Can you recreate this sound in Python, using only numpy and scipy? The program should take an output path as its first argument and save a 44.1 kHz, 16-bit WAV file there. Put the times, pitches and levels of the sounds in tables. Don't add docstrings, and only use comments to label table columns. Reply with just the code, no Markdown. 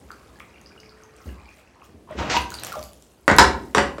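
import sys
import numpy as np
from scipy import signal
from scipy.fft import rfft, irfft
from scipy.io import wavfile
from scipy.ndimage import uniform_filter1d

SR = 44100
rng = np.random.default_rng(int(sys.argv[2]) if len(sys.argv) > 2 else 0)


def wrap_up_sound(samples):
    columns = np.atleast_2d(samples).T
    tamed = np.clip(columns, -1, 1)
    steps = np.round(tamed * 32767).astype(np.int16)
    wavfile.write(sys.argv[1], SR, steps)


N = 176400

# frequency in Hz, t60 in seconds.
ROOM_DECAY = [(60, 0.52), (160, 0.88), (420, 0.7), (1100, 0.34), (2900, 0.34), (7700, 0.28), (15000, 0.25)]
ROOM_GAP_S, EARLY_DB, EARLY_S = 0.0053, -5, 0.028

# frequency in Hz, relative level in dB.
ROOM_NOISE_SPECTRUM = [(25, -33), (55, 10), (100, -3), (200, -1.5), (400, -2.5), (800, -14), (2000, -37.5),
                       (5000, -31.5), (10000, -30), (16000, -40.5)]
LAP_SPECTRUM = [(200, 3), (500, 4.5), (1100, 6.5), (2600, 1), (3600, -10.5), (5000, -7), (7500, -15.5),
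                (11000, -10)]
BUMP_SPECTRUM = [(30, -40), (70, 15), (110, -7.5), (200, -2), (480, -6.5), (900, -23.5), (3000, -60)]
GURGLE_SPECTRUM = [(40, -12), (80, 4.5), (200, 0.5), (600, 1), (1000, -2.5), (2000, -10.5), (3200, -12.5),
                   (6000, -38), (12000, -48)]
SPRAY_SPECTRUM = [(200, -43), (700, 4.5), (1100, -2), (2000, 2), (3500, -2.5), (6000, -5.5), (7500, -11),
                  (9500, -37), (15500, -41)]
DROP_SPECTRUM = [(200, -1), (1000, 10), (2800, 5.5), (7500, 6.5), (11000, 2), (15500, -0.5)]
KNOCK_SPECTRUM = [(30, -44), (60, -7), (110, -11), (200, -3.5), (280, 2), (430, 3.5), (650, -1), (1500, 1),
                  (2200, -5.5), (3000, -12), (5000, -17.5), (8400, -23), (10000, -34), (15500, -49)]

# time in seconds, relative level in dB.
ROOM_NOISE_ENVELOPE = [(0, -51.5), (.8, -52.5), (1.4, -58.5), (1.7, -58), (2.1, -51.5), (3.2, -58),
                       (4, -45)]
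LAP_ENVELOPE = [(0, -57.5), (.5, -55), (.85, -54.5), (1.1, -55), (1.3, -52), (1.5, -53), (1.7, -57.5),
                (1.85, -54), (2.03, -81), (2.9, -72), (3.2, -68), (4, -55.5)]
SPLATTER_ENVELOPE = [(0, -64), (.4, -65), (.6, -77), (1.15, -72), (1.27, -55), (1.4, -70), (1.6, -60),
                     (1.75, -117), (1.85, -52.5), (1.95, -106), (2.28, -71), (2.38, -43), (2.48, -62),
                     (2.55, -38), (2.61, -71), (2.67, -57), (2.82, -48), (2.92, -58), (3.2, -64.5),
                     (3.6, -59), (3.67, -55.5), (4, -99)]
# time in seconds, gurgle level in dB, spray level in dB.
FLOW_ENVELOPES = [(2.07, -62, -66.5), (2.11, -38, -62), (2.165, -44, -49.5), (2.19, -24.5, -31),
                  (2.228, -25, -41), (2.265, -27.5, -41), (2.293, -29.5, -40), (2.301, -25, -19),
                  (2.345, -29.5, -24.5), (2.372, -25.5, -18), (2.395, -38, -73), (2.44, -42.5, -49.5),
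                  (2.5, -46.5, -57), (2.68, -40.5, -37.5), (2.8, -45.5, -66), (2.95, -60.5, -89)]

# start in seconds, level in dB.
ARM_BUMPS = [(0.021, -12.5), (0.269, -18), (0.749, -20.5), (1.257, -2.5), (1.288, -9.5), (1.35, -14),
             (1.89, -13), (1.943, -10.5), (2.152, 2.5), (2.226, -9), (2.363, 1), (2.629, -18), (2.779, -6)]
# start in seconds, level in dB, ping pitch in Hz.
DROP_HITS = [(0.116, -18.5, 4660), (0.399, -21, 3280), (0.614, -25.5, 6230), (0.804, -27.5, 6030),
             (1.036, -28.5, 6250), (1.165, -28, 8400), (1.491, -32, 6800), (1.909, -46, 5630),
             (2.111, -30, 8060), (2.373, -10, 11600), (2.392, -24, 10400), (2.418, -15, 9050),
             (2.504, -10, 6600), (2.519, -16, 4160), (2.541, -6.5, 4630), (2.549, -24, 11400),
             (2.598, -14, 13350), (2.6353, -1, 8360), (2.648, -5.5, 7020), (2.669, -6, 12200),
             (2.721, -12.5, 4600), (2.727, -7, 14300), (2.755, -14, 6040), (2.793, -14, 5800),
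             (2.807, -29, 7040), (2.828, -12, 4730), (2.8385, -14.5, 11000), (2.933, -20.5, 10350),
             (2.982, -41, 12800), (3.024, -23, 7240), (3.365, -1, 11100)]
# start in seconds, pitch in Hz, level in dB, t60 in seconds.
AIR_BUBBLES = [(0.105, 1336, -9, 0.0072), (0.403, 2130, -13, 0.0034), (0.404, 1160, -16, 0.013),
               (0.542, 2700, -25, 0.024), (.559, 2310, -24, 0.017), (.661, 4840, -19.5, 0.007),
               (.672, 5600, -29, .003), (.719, 2370, -25, 0.023), (0.777, 2850, -21.5, 0.026),
               (0.801, 4850, -22.5, .003), (0.833, 2150, -22.5, 0.0035), (.86, 5060, -29, .002),
               (.894, 4700, -24, .003), (1.036, 6150, -29, 0.0044), (1.29, 2790, -22.5, 0.012),
               (1.456, 2300, -24, 0.017), (1.489, 2410, -19.5, 0.015), (1.821, 1120, -19, .012),
               (2.075, 1020, -22, 0.024), (2.09, 990, -14, 0.02), (2.108, 611, -4, 0.056),
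               (2.126, 1890, -20, 0.02), (2.343, 937, 6.5, 0.047), (2.366, 961, 13.5, 0.094),
               (2.367, 2700, 5.5, 0.0033), (2.402, 950, -21, 0.069), (2.52, 1430, -8.5, 0.016),
               (2.542, 4540, -8.5, 0.01), (2.587, 4000, -9.5, 0.0067), (2.721, 1350, -4, 0.031),
               (2.739, 1156, -4, 0.032), (2.757, 753, -5.5, .02), (2.768, 597, 0.5, 0.084),
               (2.793, 1230, -20, .02)]
BUBBLE_RISE = 0.047

# start in seconds, level in dB, bass tilt in dB, treble tilt in dB,
# contact ring pitch in Hz, contact ring level in dB.
PLUG_HITS = [(3.2791, -1.5, -0.5, 0, 1916, 3), (3.299, -6, -19, -7, 2110, 0),
             (3.313, -6.5, 13.5, 0, 725, 1), (3.3846, 8, -19.5, 3, 990, 2),
             (3.4004, 1, 6.5, -3.5, 1240, -4), (3.4095, -9.5, 13, -14, 950, 7),
             (3.7482, -4, 1.5, 3, 1020, 2.5), (3.7719, -6, 7, -0.5, 1500, -12),
             (3.7815, -1.5, 1, -1, 1400, -2.5), (3.9823, -24.5, -6, -2.5, 550, 7)]
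# frequency in Hz, level in dB, t60 in seconds.
PLUG_MODES = [(1443, -10, .3), (1801, -14, .25), (1912, -11, .22), (2266, -16, .22), (2966, -19, .3),
              (3273, -24, .3), (4630, -19, .3), (5080, -22, .16), (7230, -26, .25), (8300, -25, .18)]
TUB_MODES = [(57.5, -12.5, 0.68), (70.5, -7, 0.52), (212.8, -12, 0.36), (389, -10, 0.64), (422.3, -6, 0.27),
             (516, -6, 0.38), (564, -7.5, 0.46), (727, -11, 0.35), (891, -12, 0.15), (1099, -9, .35),
             (1370, -25, 0.3), (1633, -12.5, 0.27)]
KNOCK_DB, PLUG_DB, TUB_DB = 14, -4.5, -3


def amp(db):
    return 10 ** (np.asarray(db) / 20)


def unit(x):
    return x / np.sqrt(np.sum(x ** 2) + 1e-20)


def lookup(points, hz):
    f, value = np.transpose(points)
    return np.interp(np.log(hz + 1), np.log(f + 1), value)


def level(envelope, column=1):
    rows = np.array(envelope)
    return amp(np.interp(np.arange(N) / SR, rows[:, 0], rows[:, column]))


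def add(mix, start_s, sound):
    part = mix[max(round(start_s * SR), 0):][:len(sound)]
    part += sound[:len(part)]


def colour(x, spectrum, size=4096):
    log_gain = np.log(amp(lookup(spectrum, abs(np.fft.fftfreq(size, 1 / SR)))))
    response = np.exp(np.conj(signal.hilbert(log_gain)))
    taps = np.fft.ifft(response).real[:size // 2]
    return signal.oaconvolve(x, unit(taps))[:len(x)]


def ring(hz, t60_s, rise=0., attack_s=.0003):
    t = np.arange(int(t60_s * SR) + 2) / SR
    envelope = (1 - np.exp(-t / attack_s)) * np.exp(-np.log(1000) * t / t60_s)
    return unit(envelope * np.sin(2 * np.pi * hz * t * (1 + rise * t / t60_s)))


def burst(decay_s):
    t = np.arange(SR // 4) / SR
    return unit(rng.standard_normal(len(t)) * np.exp(-t / decay_s))


def patter(per_s, spread_db):
    sizes = amp(spread_db * np.minimum(rng.exponential(1, N), 4.5))
    signs = rng.choice([-1, 1], N)
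    hits = rng.random(N) < per_s / SR
    return unit(sizes * signs * hits) * np.sqrt(N)


def fizz(per_s, spread_db, t60_cycles, low_hz, high_hz, bands=30):
    out = np.zeros(N)
    for hz in np.geomspace(low_hz, high_hz, bands):
        grain = ring(hz * rng.uniform(1.0, 1.04), t60_cycles / hz, BUBBLE_RISE, attack_s=1 / hz)
        out += np.sqrt(hz) * signal.oaconvolve(patter(per_s / bands, spread_db), grain)[:N]
    return unit(out) * np.sqrt(N)


def room(x):
    t = np.arange(SR) / SR
    hz, frame_s, noise = signal.stft(rng.standard_normal(SR), SR, nperseg=256)
    decay = np.exp(-np.log(1000) * frame_s / lookup(ROOM_DECAY, hz)[:, None])
    tail = signal.istft(noise * decay, SR, nperseg=256)[1][:SR]
    spectrum = rfft(tail * (1 + amp(EARLY_DB) * np.exp(-t / EARLY_S)))
    smooth_power = uniform_filter1d(uniform_filter1d(abs(spectrum) ** 2, size=35), size=35)
    fade_in = np.clip(t / ROOM_GAP_S - .5, 0, 1)
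    impulse = irfft(spectrum / np.sqrt(smooth_power)) * fade_in
    return signal.fftconvolve(x, unit(impulse[:SR * 3 // 4]))[:N]


def background(hum_hz=434, hum_db=-53.5, hum_start_s=0.71, hum_end_s=1.28):
    t = np.arange(N) / SR
    noise = level(ROOM_NOISE_ENVELOPE) * colour(rng.standard_normal(N), ROOM_NOISE_SPECTRUM)
    progress = np.clip((t - hum_start_s) / (hum_end_s - hum_start_s), 0, 1)
    swell = np.sqrt(abs(np.sin(np.pi * progress)))
    return noise + amp(hum_db) * swell * np.sin(2 * np.pi * hum_hz * t)


def lapping():
    swarm = fizz(per_s=970, spread_db=3.5, t60_cycles=24, low_hz=506, high_hz=8240)
    return level(LAP_ENVELOPE) * unit(colour(swarm, LAP_SPECTRUM)) * np.sqrt(N)


def bumps():
    out = np.zeros(N)
    for start_s, db in ARM_BUMPS:
        add(out, start_s, amp(db) * burst(decay_s=0.025))
    return colour(out, BUMP_SPECTRUM)


def rush(grains_per_s=5000, spread_db=2):
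    gurgle = colour(patter(grains_per_s, spread_db), GURGLE_SPECTRUM)
    spray = colour(patter(grains_per_s, spread_db), SPRAY_SPECTRUM)
    return level(FLOW_ENVELOPES, column=1) * gurgle + level(FLOW_ENVELOPES, column=2) * spray


def drops(slap_db=-3.5, ping_db=-5, ping_t60_cycles=24, wet_db=-4.5):
    splatter = fizz(per_s=1600, spread_db=3, t60_cycles=28, low_hz=2620, high_hz=15800)
    out = level(SPLATTER_ENVELOPE) * splatter
    for start_s, db, hz in DROP_HITS:
        add(out, start_s, amp(db + slap_db) * burst(decay_s=.0013))
        add(out, start_s, amp(db + ping_db) * ring(hz, ping_t60_cycles / hz, BUBBLE_RISE))
    out = colour(out, DROP_SPECTRUM)
    return out + amp(wet_db) * room(out)


def bubbles():
    out = np.zeros(N)
    for start_s, hz, db, t60_s in AIR_BUBBLES:
        add(out, start_s, amp(db) * ring(hz, t60_s, BUBBLE_RISE, attack_s=0.0011))
    return out


def knocks(spread_s=0.001509, scatter_db=1, wet_db=-0.5):
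    blows, ringing = np.zeros(N), np.zeros(N)
    size = SR // 4
    bin_hz = np.fft.rfftfreq(size, 1 / SR)
    dispersion = np.exp(-4j * np.pi * spread_s * np.sqrt(1000 * bin_hz))
    bending_wave = irfft(dispersion, size) * np.linspace(1, 0, size)
    for start_s, db, bass_db, treble_db, contact_hz, contact_db in PLUG_HITS:
        tilt = [(150, bass_db), (600, 0), (1800, 0), (4000, treble_db), (15000, 2 * treble_db)]
        spectrum = [(hz, band_db + lookup(tilt, hz)) for hz, band_db in KNOCK_SPECTRUM]
        scatter = amp(scatter_db) * burst(decay_s=0.0035)
        add(blows, start_s, amp(db) * colour(bending_wave / 2 + scatter, spectrum))
        contact = ring(contact_hz, t60_s=.016, attack_s=spread_s) / 2
        add(blows, start_s + spread_s / 2, amp(db + contact_db) * contact)
        for modes, body_db in [(PLUG_MODES, PLUG_DB), (TUB_MODES, TUB_DB)]:
            for hz, mode_db, t60_s in modes:
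                gain = amp(db + body_db + mode_db + lookup(tilt, hz))
                onset_s = start_s + rng.random() * spread_s
                add(ringing, onset_s, gain * ring(hz, t60_s, attack_s=1 / hz))
    return amp(KNOCK_DB) * (blows + amp(wet_db) * room(blows) + ringing)


def scene(bath_db=-3.5, stir_wet_db=-3.5, bubble_wet_db=-1.5):
    stir = bumps() + rush() + lapping()
    gulps = bubbles()
    reverb = room(amp(stir_wet_db) * stir + amp(bubble_wet_db) * gulps)
    bath = stir + gulps + reverb + drops()
    return (amp(bath_db) * bath + knocks() + background())[None]


def record(dry, low_cut_hz=52.7, high_cut_hz=16200):
    highpass = signal.butter(6, low_cut_hz, "high", fs=SR, output="sos")
    lowpass = signal.firwin(511, high_cut_hz, window=("kaiser", 9), fs=SR)
    clipped = np.clip(signal.sosfilt(highpass, dry), -1, 1)
    return signal.oaconvolve(clipped, lowpass[None], "same")


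dry = scene()
out = record(dry)
wrap_up_sound(out)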